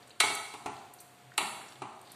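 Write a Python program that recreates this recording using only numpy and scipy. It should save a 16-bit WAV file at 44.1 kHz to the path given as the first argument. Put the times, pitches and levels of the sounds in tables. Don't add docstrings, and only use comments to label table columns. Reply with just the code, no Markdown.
import sys
import numpy as np
from scipy import signal
from scipy.fft import rfft, irfft
from scipy.io import wavfile
from scipy.ndimage import uniform_filter1d

SR = 44100
rng = np.random.default_rng(int(sys.argv[2]) if len(sys.argv) > 2 else 0)


def invert_db(x):
    u = np.asarray(x, float) / 20
    return 10 ** u


def dump(signal):
    limited = np.clip(np.atleast_2d(signal).T, -1, 1)
    pcm = np.round(limited * 32767).astype(np.int16)
    wavfile.write(sys.argv[1], SR, pcm)


N = 94815
CONTACT = SR // 10
EDGES = 35 * 2 ** np.arange(0, 9, 1 / 3)


def rms_one(x):
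    return x / np.sqrt(np.mean(x ** 2) + 1e-20)


def at_hz(points, hz):
    table_hz, values = np.array(points).T
    return np.interp(np.log(hz), np.log(table_hz), values)


def band(x, low, high):
    sos = signal.butter(2, [low, min(high, .45 * SR)], "band", fs=SR, output="sos")
    return signal.sosfilt(sos, x + 1e-18)


def bank(gain, size):
    settle = 4000
    white = rng.standard_normal((2, size + settle))
    out = np.zeros(size)
    for k, (low, high) in enumerate(zip(EDGES, EDGES[1:])):
        out += gain(np.sqrt(low * high)) * band(white[k % 2], low, high)[settle:]
    return out


def drift(rate):
    r = np.exp(-2 * np.pi * rate * 40 / SR)
    slow = signal.lfilter([1], [1, -2 * r, r * r], rng.standard_normal(N // 40 + 2002))[2000:]
    return np.interp(np.arange(N) / 40, np.arange(len(slow)), rms_one(slow))


def burst(rise_s, dies_s):
    t = np.arange(CONTACT) / SR
    build = np.clip(t / max(rise_s, 1e-4), 0, 1) ** 2
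    return build * np.exp(-np.maximum(t - rise_s, 0) / max(dies_s, 3e-4))


def modes(table):
    t = np.arange(SR) / SR
    ring = np.zeros(SR)
    for hz, db, t60 in table:
        decay = invert_db(db + rng.normal(0, 2) - 60 * t / t60)
        ring += decay * np.sin(2 * np.pi * hz * t) * rng.choice([-1, 1])
    return ring


def puff(spectrum, rise_s, dies_s):
    grit_db = 3.5
    grains = invert_db(grit_db * np.minimum(rng.exponential(1, CONTACT), 4))
    grit = rfft(rng.standard_normal((2, CONTACT)) * grains * burst(rise_s, dies_s))
    even = grit / np.sqrt(uniform_filter1d(np.abs(grit) ** 2, size=15, axis=1))
    white = irfft(even) * (np.arange(CONTACT) < SR // 20)
    out = np.zeros(CONTACT)
    for k, (low, high) in enumerate(zip(EDGES[6:], EDGES[7:])):
        level = invert_db(at_hz(spectrum, np.sqrt(low * high))) * np.sqrt(high - low)
        out += level * rms_one(band(white[k % 2], low, high))
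    return rms_one(out) / 10


def add(out, s, x):
    i = int(s * SR)
    out[i:i + len(x)] += x[:N - i]


def cut(x, hz, wide_hz, left):
    w, r = 2 * np.pi * hz / SR, np.exp(-np.pi * wide_hz / SR)
    peak = signal.lfilter((1 - r * r) / 2 * np.array([1, 0, -1]), [1, -2 * r * np.cos(w), r * r], x)
    return x - (1 - left) * peak


def hum():
    # pitch in Hz, rms level in dB, wavering in dB.
    tones = [
        (128.5, -69, 5),
        (715.5, -63.5, 1.5),
    ]
    t = np.arange(N) / SR
    out = np.zeros(N)
    for hz, db, waver_db in tones:
        level = invert_db(db + 1.5 + waver_db * drift(2.9))
        out += level * np.sin(2 * np.pi * hz * t + .5 * drift(5.6))
    return out


def simmer():
    # time in seconds, level in dB.
    stirring = [
        (0.0, -39),
        (0.23, -59.5),
        (0.37, -38),
        (0.42, -57),
        (0.78, -35),
        (1.05, -54),
        (1.4, -48.5),
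        (1.55, -21),
        (1.86, -53),
        (2.15, -42.5),
    ]
    # frequency in Hz, level in dB.
    hiss_colour = [(40, -24), (110, -9.5), (300, -8), (800, -9), (1500, -12.5), (4000, -18.5),
                   (9000, -23.5), (14500, -30)]
    hiss_db, fizz_db, fizz_per_s = -61, -75.5, 150
    follows = 0.22
    s, db = np.transpose(stirring)
    stir_db = follows * (np.interp(np.arange(N) / SR, s, db) - db.min())
    together = drift(2.1)
    hiss = bank(lambda hz: invert_db(at_hz(hiss_colour, hz) + 0.4 * together + 0.72 * drift(3.3)), N)
    sizes = invert_db(3.2 * np.minimum(rng.exponential(1, N), 3))
    pops = sizes * (rng.random(N) < fizz_per_s / SR)
    fizz = band(pops, 2200, 10100)
    return invert_db(stir_db) * (invert_db(hiss_db) * rms_one(hiss) + invert_db(fizz_db) * rms_one(fizz))


def spits():
    # start in seconds, peak in dB, pitch in Hz, length in seconds.
    wet_spits = [(0.026, -53.5, 4260, 0.006), (0.072, -55, 8200, 0.0077), (.092, -54, 7250, 0.0068),
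                 (0.104, -46, 3300, 0.0012), (0.109, -51.5, 4000, .003), (0.31, -41, 2000, 0.0032),
                 (.348, -30.5, 9100, 0.004), (0.764, -47, 4000, 0.0024), (.786, -54.5, 4960, .004),
                 (0.935, -44.5, 10200, 0.005), (0.983, -54, 5150, 0.022), (1, -47, 9000, .012),
                 (1.002, -48.5, 13500, 0.012), (1.317, -46, 1700, 0.0027), (1.336, -55, 5650, 0.0034),
                 (1.374, -40, 7840, 0.0075), (1.612, -42, 1270, 0.0028), (1.681, -48, 6000, 0.0072),
                 (1.72, -45, 4000, 0.0021), (1.754, -49, 4000, 0.0038), (2.013, -45.5, 9500, 0.001),
                 (2.049, -61.5, 4070, 0.045), (2.072, -50, 3980, 0.0021), (2.092, -56.5, 4300, 0.066),
                 (2.116, -43.5, 10000, 0.0037)]
    half_octaves = 0.67 / 2
    out = np.zeros(N)
    for s, db, hz, length_s in wet_spits:
        wet = band(rng.standard_normal(CONTACT), hz * 2 ** -half_octaves, hz * 2 ** half_octaves)
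        add(out, s, invert_db(db - 0.5) * rms_one(wet) * burst(0.003, length_s))
    return out


def knocks():
    # start in seconds, peak in dB, brightness in dB, build-up in seconds.
    landings = [(.233, -23, -20, 0.0033), (.299, -30.5, -8, 0.0021), (.537, -33.5, 2.5, 0.0035),
                (.560, -53, -8, .003), (0.6589, -27, 3, 0.00082), (0.689, -36.5, -26, 0.0035),
                (.720, -47, 3, 0.0028), (1.402, -25, -25, 0.0056), (1.420, -31, -25, 0.0014),
                (1.819, -29.5, -0.5, 0.00053), (1.850, -37.5, -12, 0.0025)]
    # frequency in Hz, level in dB.
    dull_colour = [(280, -5.5), (420, -4.5), (540, -12.5), (860, 8.5), (1300, -3.5), (1700, -8.5),
                   (2600, -7.5), (5000, -44)]
    # frequency in Hz, level in dB, t60 in seconds.
    bottom = [(106.5, -15.5, 0.29), (294.8, -4.5, .1), (351.7, -3.5, 0.07), (419.4, -1, 0.082),
              (639.5, -2.5, 0.097), (778, 0.5, 0.1), (838, -4.5, 0.2), (875, -1.5, 0.15),
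              (972.6, -3.5, 0.13), (1080, -38, 0.087), (1256, -3, 0.04)]
    dies_s, knock_db, ring_db, tick_db = 0.012, 2, -11, -17
    out = np.zeros(N)
    for s, db, bright_db, rise_s in landings:
        tick = rms_one(band(rng.standard_normal(CONTACT), 2500, 9300)) * burst(0.0013, 0.0067)
        contact = puff(dull_colour, rise_s, dies_s) + invert_db(tick_db + bright_db) * tick
        add(out, s, invert_db(db + knock_db) * contact)
        swell = np.clip(np.arange(SR) / SR / max(rise_s, 1e-4), 0, 1)
        add(out, s, invert_db(db + ring_db) * modes(bottom) * swell)
    return out


def clacks():
    # start in seconds, peak in dB, build-up in seconds, dying in seconds, shaft ring in dB.
    wall_hits = [
        (0.1998, -10, .0035, 0.0058, -2.5),
        (1.3772, -14.5, 0.00145, 0.0042, -8.5),
    ]
    # frequency in Hz, level in dB per Hz.
    high_colour = [(240, -47), (400, -17.5), (1800, -11.5), (2180, -12.5), (4200, -12.5), (5090, -17),
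                   (5570, -18.5), (9800, -13.5), (14000, -77)]
    # frequency in Hz, level in dB per Hz.
    low_colour = [(240, -21.5), (400, -7.5), (1440, -4.5), (1570, -14), (2150, -1.5), (3900, -9),
                  (5170, -15.5), (10600, -10.5), (14000, -44)]
    # frequency in Hz, level in dB, t60 in seconds.
    steel = [(1285, -1.5, 0.18), (1473, -6.5, 0.19), (1956, 0.5, 0.16), (2160, -3, 0.48), (2190, -1, 0.15),
             (2206, -1, 0.22), (2241, 1.5, 0.21), (2266, -6, 0.53), (3040, -17, 0.064), (4000, 3, 0.12),
             (4130, -9.5, 0.079), (5185, -7, 0.01)]
    crack_db, steel_db = 2.5, -16
    out = np.zeros(N)
    for (s, db, rise_s, dies_s, ring_db), colour in zip(wall_hits, (high_colour, low_colour)):
        add(out, s, invert_db(db + crack_db) * puff(colour, rise_s, dies_s))
        add(out, s + rise_s, invert_db(db + steel_db + ring_db) * modes(steel))
    return out


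def kitchen(x):
    # frequency in Hz, t60 in seconds.
    room_t60 = [(150, 0.72), (400, 0.81), (1000, 0.91), (2700, .75), (7000, 0.88), (13000, 0.75)]
    rise_s = 0.0027
    t = np.arange(int(1.5 * SR)) / SR
    tail = bank(lambda hz: invert_db(-60 * t / at_hz(room_t60, hz)), len(t)) * (1 - np.exp(-t / rise_s))
    return signal.fftconvolve(x, tail / np.sqrt(np.sum(tail ** 2)))[:N]


def scene():
    # frequency in Hz, width in Hz, share left.
    hollows = [
        (539, 110, 0.37),
        (1700, 290, 0.4),
    ]
    room_db = -4
    pan, sauce = clacks() + knocks(), spits()
    for hz, wide_hz, left in hollows:
        pan = cut(pan, hz, wide_hz, left)
    echoes = invert_db(room_db) * kitchen(pan + 0.76 * sauce)
    return (pan + sauce + echoes + simmer() + hum())[None]


def roll_off(x):
    return signal.sosfilt(signal.butter(12, 15270, fs=SR, output="sos"), x)


def record(dry):
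    x = cut(dry, hz=5157, wide_hz=447, left=0.44)
    x = cut(x, hz=6000, wide_hz=1940, left=0.6)
    x = cut(x, hz=11150, wide_hz=2000, left=0.38)
    ceiling, low_cut_hz = 0.66, 43
    x = ceiling * np.tanh(x / ceiling)
    x = signal.sosfilt(signal.butter(2, low_cut_hz, "high", fs=SR, output="sos"), x)

    gate_db, local_gate_db = -22, -7
    gate_from_hz, top_hz = 4900, 14500
    hz, _, z = signal.stft(x, SR, nperseg=2048)
    hz = hz[:, None]
    power = np.abs(z) ** 2 + 1e-20
    near = uniform_filter1d(power, size=10, axis=1)
    whole = power[:, :700].mean(axis=1, keepdims=True)
    around = uniform_filter1d(power, size=140, axis=1)
    whole_db = 10 * np.log10(near / whole) - gate_db
    local_db = 10 * np.log10(near / around) - local_gate_db
    opening = np.clip(np.minimum(whole_db, local_db) / 2, 0, 1)
    keep = np.where(hz > gate_from_hz, opening, 1) * (hz < top_hz)
    mix = signal.istft(z * keep, SR, nperseg=2048)[1][:, :N]
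    return roll_off(mix)


dry = scene()
out = record(dry)
dump(out)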